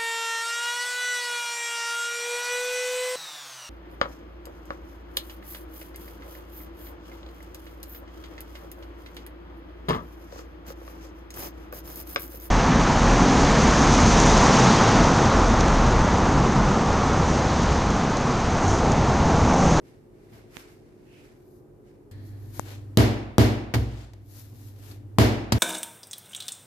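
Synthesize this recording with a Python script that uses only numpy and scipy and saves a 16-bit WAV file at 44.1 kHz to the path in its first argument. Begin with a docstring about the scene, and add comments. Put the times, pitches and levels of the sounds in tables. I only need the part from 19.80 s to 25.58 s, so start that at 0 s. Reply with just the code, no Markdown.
"""Dough is worked by hand in a tiled kitchen, with a fridge humming. From across the room, palms rub
softly together and an air pocket pops. At 2.3 s the microphone is on the worktop itself: a faint ring
fades, the hum comes through the slab, and dough slides over flour. From 3.2 s the dough is slammed down
three times, rubbed about, then slammed twice more. Each slam slaps, sets the worktop booming, rings round
the tiles and makes the recorder's gain control duck."""
import sys
import numpy as np
from scipy import signal
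from scipy.io import wavfile
from scipy.ndimage import uniform_filter1d

SR = 44100
rng = np.random.default_rng(int(sys.argv[2]) if len(sys.argv) > 2 else 0)


def inscribe(sig):
    """Save sig as 16-bit PCM at rate SR to the path in sys.argv[1].

    A 1-D sig is mono; a 2-D sig holds one channel per row.
    Samples are clipped to [-1, 1] before scaling.
    """
    pcm = np.round(np.clip(np.atleast_2d(sig).T, -1, 1) * 32767)
    wavfile.write(sys.argv[1], SR, pcm.astype(np.int16))


N = 255074
TIME = np.arange(N) / SR
ON_WORKTOP_S = 2.312   # until then the microphone stands across the room

# Dough meeting or peeling off the worktop; the five slams land close to the microphone.
# Each row: start in seconds, weight in dB, contact hardness in Hz, slap level in dB,
# slap decay in seconds, squelch pitch in Hz, room level in dB.
LANDINGS = [(.52, -38, 162, -70, 0.014, 1070, -34), (3.1725, 5.5, 900, -5, 0.0018, 3830, 8.5),
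            (3.5821, 9.5, 1000, -3, .0018, 11500, 11.5), (3.9388, -3.5, 890, -12, 0.016, 1900, -22),
            (3.9525, 7, 71, -21, 0.0016, 870, -5.5), (4.334, -44, 924, -39, 0.0044, 7500, -34.5),
            (4.728, -33, 402, -52, 0.0033, 1090, -53), (5.112, -38.5, 395, -42, 0.0088, 4450, -54),
            (5.3851, 8.5, 1110, -3.5, 0.0034, 790, 13.5), (5.7217, 3, 211, -3.5, 0.0069, 4620, .5)]
# The wet slap, heard close. Each row: frequency in Hz, level in dB per Hz.
SLAP_SPECTRUM = [(150, 10), (400, 3), (800, 5.5), (1200, -0.5), (2000, -5.5), (4800, -5), (7600, -14),
                 (9000, -22.5), (12000, -12.5), (15000, -15.5)]
# What the tiles send back to the microphone. Each row: frequency in Hz, level in dB per Hz.
TILE_SPECTRUM = [(40, 0.5), (160, -6), (280, 2.5), (500, -2), (780, -4.5), (1200, -11), (2200, -12),
                 (3200, -16), (4400, -16), (7500, -23.5), (9000, -30), (12000, -20.5), (15000, -31)]
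# How long the kitchen rings. Each row: frequency in Hz, seconds to fall by 60 dB.
TILE_T60 = [(50, 0.92), (350, 0.71), (900, 0.72), (2400, 0.66), (6400, 0.46), (10000, 0.37), (14000, 0.32)]


def slams(room_db=-18, room_build_s=0.0096, puff_db=-9, puff_hz=330, puff_s=0.00051,
          squelch_db=4, crack_db=5):
    """Dough lands on one spot: a wet slap, a puff of squeezed air, the slab's boom and the tiled room."""
    out, t, boom = np.zeros((2, N)), TIME[:SR], worktop()
    room = noise(TILE_SPECTRUM, size=SR, t60=TILE_T60) * (1 - np.exp(-t / room_build_s))
    puff = -np.sin(2 * np.pi * puff_hz * t) * np.exp(-t / puff_s)
    thud = boom + from_db(puff_db) * puff
    splashes = noise(SLAP_SPECTRUM, size=len(LANDINGS) * 2048).reshape(2, len(LANDINGS), -1)
    for k, (s, weight_db, hard_hz, slap_db, slap_s, squelch_hz, echo_db) in enumerate(LANDINGS):
        soft = signal.butter(2, hard_hz, fs=SR, output="sos")   # a slow landing pushes only low modes
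        add(out, s, from_db(weight_db) * signal.sosfilt(soft, thud))
        slap = from_db(slap_db) * splashes[:, k] * np.exp(-t[:splashes.shape[-1]] / slap_s)
        squelch = resonate(slap, squelch_hz, width_hz=450)   # air caught in a fold rings
        add(out, s, slap + from_db(squelch_db) * squelch)
        add(out, s + slap_s / 2, from_db(slap_db + crack_db) * snap())   # the last gap claps shut
        add(out, s, from_db(echo_db + room_db) * room)
    return out


# Modes of the worktop and its cabinet, right under the microphone.
# Each row: frequency in Hz, level in dB, seconds to fall by 60 dB.
WORKTOP_MODES = [(58.9, -22, 0.85), (70.1, -7.5, 0.12), (76.95, -7, 0.21), (100.2, -56, 1),
                 (105.73, -9.5, 0.59), (123.9, -14, 0.61), (138, -33.5, 0.44), (202.6, -49.5, 0.58),
                 (215.5, -21.5, 0.74), (220.4, -4, 0.078), (245.8, -18, 0.58), (263.5, -18.5, 0.51),
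                 (288.2, -26.5, 0.51), (300.5, -16, 0.52), (326.6, -28.5, 1), (359, -30, 0.79),
                 (392.7, -19, 0.44), (470.6, -23.5, 0.52), (628, -22, 0.2), (727, -36.5, 1),
                 (769, -30, 0.46), (802, -38.5, 0.42), (930, -49, 0.7), (1090, -55, 0.94)]


def worktop(spread=0.26):
    """The slab takes a blow; neighbouring modes move in opposite senses, so the boom swells, then dies."""
    t, out = TIME[:SR], 0
    for k, (hz, db, t60) in enumerate(WORKTOP_MODES):
        # short waves reach the microphone's two ports out of step
        phase = spread * np.sqrt(hz / 300) * (-1) ** (k // 2) * np.array([[1], [-1]])
        decay = np.exp(-np.log(1000) * t / t60)
        out = out + (-1) ** k * from_db(db) * np.sin(2 * np.pi * hz * t + phase) * decay
    return out


# Air pockets, each right by one port of the microphone. Each row: start in seconds, level in dB,
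# pitch in Hz, decay in seconds, left over right in dB.
AIR_POCKETS = [(0.769, -21.5, 2960, 0.000094, -27), (2.7954, -16.5, 890, 0.00051, 25)]


def pops(edge_db=-7, skin_db=-18):
    """Tiny air pockets burst: a sharp edge, the swing of the air, then the slower dough skin."""
    out = np.zeros((2, N))
    skin = from_db(skin_db) * swing(hz=300, decay_s=0.0012)
    for s, db, hz, decay_s, side_db in AIR_POCKETS:
        burst = from_db(edge_db) * snap() + swing(hz, decay_s) + skin
        add(out, s, -from_db(db + np.array([[side_db], [-side_db]]) / 2) * burst)
    return out


# Strokes of the hands, first across the room, then close by on the worktop.
# Each row: peak time in seconds, swell in seconds, rub level in dB, flour hiss level in dB.
HAND_STROKES = [(.09, 0.059, -63, -76), (.44, 0.095, -68.5, -82), (.57, .07, -63, -68.5),
                (.79, 0.057, -51, -59.5), (.93, .05, -89, -71), (1.12, .1, -75.5, -94),
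                (1.46, 0.2, -61, -74.5), (1.77, 0.18, -98, -72), (2.08, .035, -69, -84),
                (2.48, 0.046, -82, -64.5), (2.67, 0.092, -77, -66), (2.785, 0.056, -53.5, -52),
                (2.918, 0.061, -47, -57), (4.22, 0.21, -44, -62), (4.6, 0.099, -52, -47),
                (4.878, 0.22, -58, -55.5), (5.109, 0.12, -51, -53.5)]
# Distant palms, close dough and the fine hiss of flour. Each row: frequency in Hz, level in dB per Hz.
PALM_SPECTRUM = [(500, 0), (900, -1), (1600, 2.5), (2200, 3), (2900, -3.5), (3600, -6), (4500, -4),
                 (7500, -8.5), (9000, -10)]
DOUGH_SPECTRUM = [(400, 11.5), (900, 4), (1600, 4), (2500, 2), (4300, 0.5), (5500, -4), (7500, -5),
                  (9000, -14.5)]
FLOUR_SPECTRUM = [(4000, -8), (7500, -5.5), (9000, -21.5), (12500, 5), (15000, -8)]


def rubbing(grain_db=1.0, stick_db=0.84, flour_db=3):
    """Palms rub together; later dough slides over flour. 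Both stick and catch in tiny grains."""
    palms, dough, flour = np.zeros((3, N))
    for s, swell_s, rub_db, hiss_db in HAND_STROKES:
        if s < ON_WORKTOP_S:
            palms += from_db(rub_db) * stroke(s, swell_s, release_s=0.093)   # the room draws out the tail
        else:
            dough += from_db(rub_db) * stroke(s, swell_s, release_s=0.049)
        flour += from_db(hiss_db) * stroke(s, swell_s, release_s=0.031)
    grains = rms_one(uniform_filter1d(rng.standard_normal(N), size=90))
    sticking = rms_one(uniform_filter1d(rng.standard_normal(N), size=700))
    roughness = rms_one(from_db(grain_db * grains + stick_db * sticking))
    return roughness * (palms * noise(PALM_SPECTRUM, size=N) * pan(db=-2)
                        + dough * noise(DOUGH_SPECTRUM, size=N) * pan(db=2)
                        + from_db(flour_db) * flour * noise(FLOUR_SPECTRUM, size=N))


def stroke(peak_s, swell_s, release_s, turn_s=0.014):
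    """The hand gathers speed, turns and comes to rest; height 1."""
    early, late = np.minimum(TIME - peak_s, 0), np.maximum(TIME - peak_s, 0)
    return np.exp(-(early / swell_s) ** 2 - (np.hypot(late, turn_s) - turn_s) / release_s)


def cupped_palms(peak_s=1.37, half_length_s=0.06, db=-62, hz=2598, width_hz=650):
    """Across the room, the hollow between the hands rings as they rub."""
    swell = np.exp(-((TIME - peak_s) / half_length_s) ** 2 / 2)
    cavity = rms_one(resonate(hollow(hz, width_hz), hz, 2 * width_hz))
    return from_db(db) * swell * cavity * pan(db=-4)


# A faint ringing hiss, first heard from the worktop. Each row: centre in Hz, width in Hz, level in dB.
RING_BANDS = [(1780, 240, -63.5), (3284, 200, -76), (4230, 600, -67)]


def faint_ring(tick_db=-51, tick_s=0.013, ring_s=0.4):
    """A soft tick and a rough, thin ring that fades after it."""
    out = np.zeros((2, N))
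    ring = sum(from_db(db) * hollow(hz, width_hz) for hz, width_hz, db in RING_BANDS)
    tick = from_db(tick_db) * rng.standard_normal((2, N)) * np.exp(-TIME / tick_s)
    add(out, ON_WORKTOP_S, tick + ring * np.exp(-TIME / ring_s))
    return out


# Kitchen air from across the room and from the worktop. Each row: frequency in Hz, level in dB per Hz.
AIR_ACROSS_ROOM = [(36, -1), (48, -4.5), (70, -11), (105, -1.5), (170, -10), (215, -4.5), (275, -5.5),
                   (370, 0), (560, -14.5), (1400, -29), (3500, -44.5), (15000, -42)]
AIR_AT_WORKTOP = [(28, -4), (50, -1.5), (75, 5.5), (115, 7), (170, -11.5), (290, 3.5), (390, -6),
                  (600, -16.5), (1200, -24), (4000, -39), (15000, -38)]
# The fridge from both microphone places.
# Each row: frequency in Hz, level across the room in dB, level through the worktop in dB.
FRIDGE_TONES = [(49, -67.5, -57.5), (100.3, -66, -42), (121, -72, -55), (144, -65, -69.5), (290, -68, -60),
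                (359, -60, -77)]


def fridge_and_air(far_air_db=-53, near_air_db=-48, near_lift_db=1,
                   waver_hz=113.3, waver_db=-48, waver_from_s=4.2):
    """Room air and the fridge, which hums strongly through the worktop; a late tone makes it waver."""
    far = from_db(far_air_db) * noise(AIR_ACROSS_ROOM, size=N)
    near = from_db(near_air_db) * noise(AIR_AT_WORKTOP, size=N)
    for hz, room_db, slab_db in FRIDGE_TONES:
        tone = np.sqrt(2) * np.sin(2 * np.pi * (hz * TIME + rng.random()))
        far += from_db(room_db) * tone
        near += from_db(slab_db) * tone
    fade_in = np.clip((TIME - waver_from_s) * 10, 0, 1)
    waver = from_db(waver_db) * fade_in * np.sqrt(2) * np.sin(2 * np.pi * waver_hz * TIME)
    on_worktop = np.clip((TIME - ON_WORKTOP_S) * 200, 0, 1)
    return (1 - on_worktop) * far + on_worktop * (from_db(near_lift_db) * near + waver)


# How alike the kitchen sounds at the two ports. 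Each row: frequency in Hz, left-right correlation.
PORT_LIKENESS = [(60, 0.27), (200, 0.96), (500, 0.36), (750, 0.52), (1100, -0.17), (4000, 0.086),
                 (14000, -0.095)]


def noise(spectrum, size, t60=None):
    """Stereo noise in third-octave bands, rms 1 at its start; with t60 each band dies away."""
    out, power, t = 0, 0, np.arange(size) / SR
    edges = np.geomspace(28, 16000, 31)
    white = rng.standard_normal((2, 2, size + SR // 4))
    for k, (low, high) in enumerate(zip(edges, edges[1:])):
        if high < spectrum[0][0] or low > spectrum[-1][0]:
            continue
        hz = np.sqrt(low * high)
        mid, side = butterworth(white[k % 2], 2, [low, high], "band")[:, -size:]
        alike, gain = at_hz(PORT_LIKENESS, hz), from_db(at_hz(spectrum, hz))
        band = gain * (np.sqrt(1 + alike) * mid + np.sqrt(1 - alike) * side * [[1], [-1]])
        if t60:
            band *= np.exp(-np.log(1000) * t / at_hz(t60, hz))
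        out += band
        power += gain ** 2 * 2 * (high - low) / (SR / 2)
    return out / np.sqrt(power)


def snap(hz=6500, decay_s=0.00012):
    """A sudden step of pressure that swings back and dies at once."""
    t = TIME[:SR // 50]
    return np.cos(2 * np.pi * hz * t) * np.exp(-t / decay_s)


def swing(hz, decay_s):
    """A quickly damped swing of pressure."""
    t = TIME[:SR // 50]
    return np.sin(2 * np.pi * hz * t) * np.exp(-t / decay_s)


def hollow(hz, width_hz):
    """Stereo noise in one resonance, rms 1."""
    return rms_one(resonate(rng.standard_normal((2, N)), hz, width_hz))


def resonate(x, hz, width_hz):
    """One resonance, gain 1 at its peak."""
    r = np.exp(-np.pi * width_hz / SR)
    feedback = [1, -2 * r * np.cos(2 * np.pi * hz / SR), r * r]
    return signal.lfilter(np.array([1, 0, -1]) * (1 - r * r) / 2, feedback, x)


def butterworth(x, order, hz, kind):
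    return signal.sosfilt(signal.butter(order, hz, kind, fs=SR, output="sos"), x)


def from_db(db):
    return 10 ** (np.asarray(db) / 20)


def rms_one(x):
    return x / np.sqrt(np.mean(x ** 2) + 1e-20)


def at_hz(points, hz):
    frequencies, values = np.array(points).T
    return np.interp(np.log(hz), np.log(frequencies), values)


def pan(db):
    """Gains of constant power, left over right by db."""
    return rms_one(from_db(np.array([[db], [-db]]) / 2))


def add(out, s, sound):
    """Mix a sound in at s seconds."""
    start = round(s * SR)
    out[:, start:start + sound.shape[-1]] += sound[..., :N - start]


def scene():
    """All that reaches the microphone in the kitchen."""
    return slams() + pops() + faint_ring() + rubbing() + cupped_palms() + fridge_and_air()


def gain_control(x, limit_db=-9.5, recovery_db_per_s=5.5, detector_s=0.0038):
    """A loud slam turns the recorder's gain down at once; it creeps back over a second or two."""
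    size = round(detector_s * SR)
    power = uniform_filter1d(np.mean(x ** 2, axis=0), size=size)
    excess_db = np.maximum(10 * np.log10(np.maximum(power, 1e-12)) - limit_db, 0)
    recovered_db = recovery_db_per_s * TIME
    cut_db = np.maximum.accumulate(excess_db + recovered_db) - recovered_db
    return x * from_db(-uniform_filter1d(cut_db, size=size))


def record(dry, port_hz=6200, left_treble_db=2, right_treble_db=-7, rumble_hz=34, cutoff_hz=14800):
    """The right port is duller; rumble is cut, the gain ducks, peaks are rounded and the top is cut."""
    low, high = (butterworth(butterworth(dry, 4, port_hz, kind), 4, port_hz, kind)
                 for kind in ("low", "high"))
    heard = low + from_db([[left_treble_db], [right_treble_db]]) * high
    ducked = gain_control(butterworth(heard, 2, rumble_hz, "high"))
    rounded = ducked / (1 + ducked ** 8) ** (1 / 8)
    return signal.sosfilt(signal.ellip(10, .1, 80, cutoff_hz, fs=SR, output="sos"), rounded)


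dry = scene()
out = record(dry)
inscribe(out)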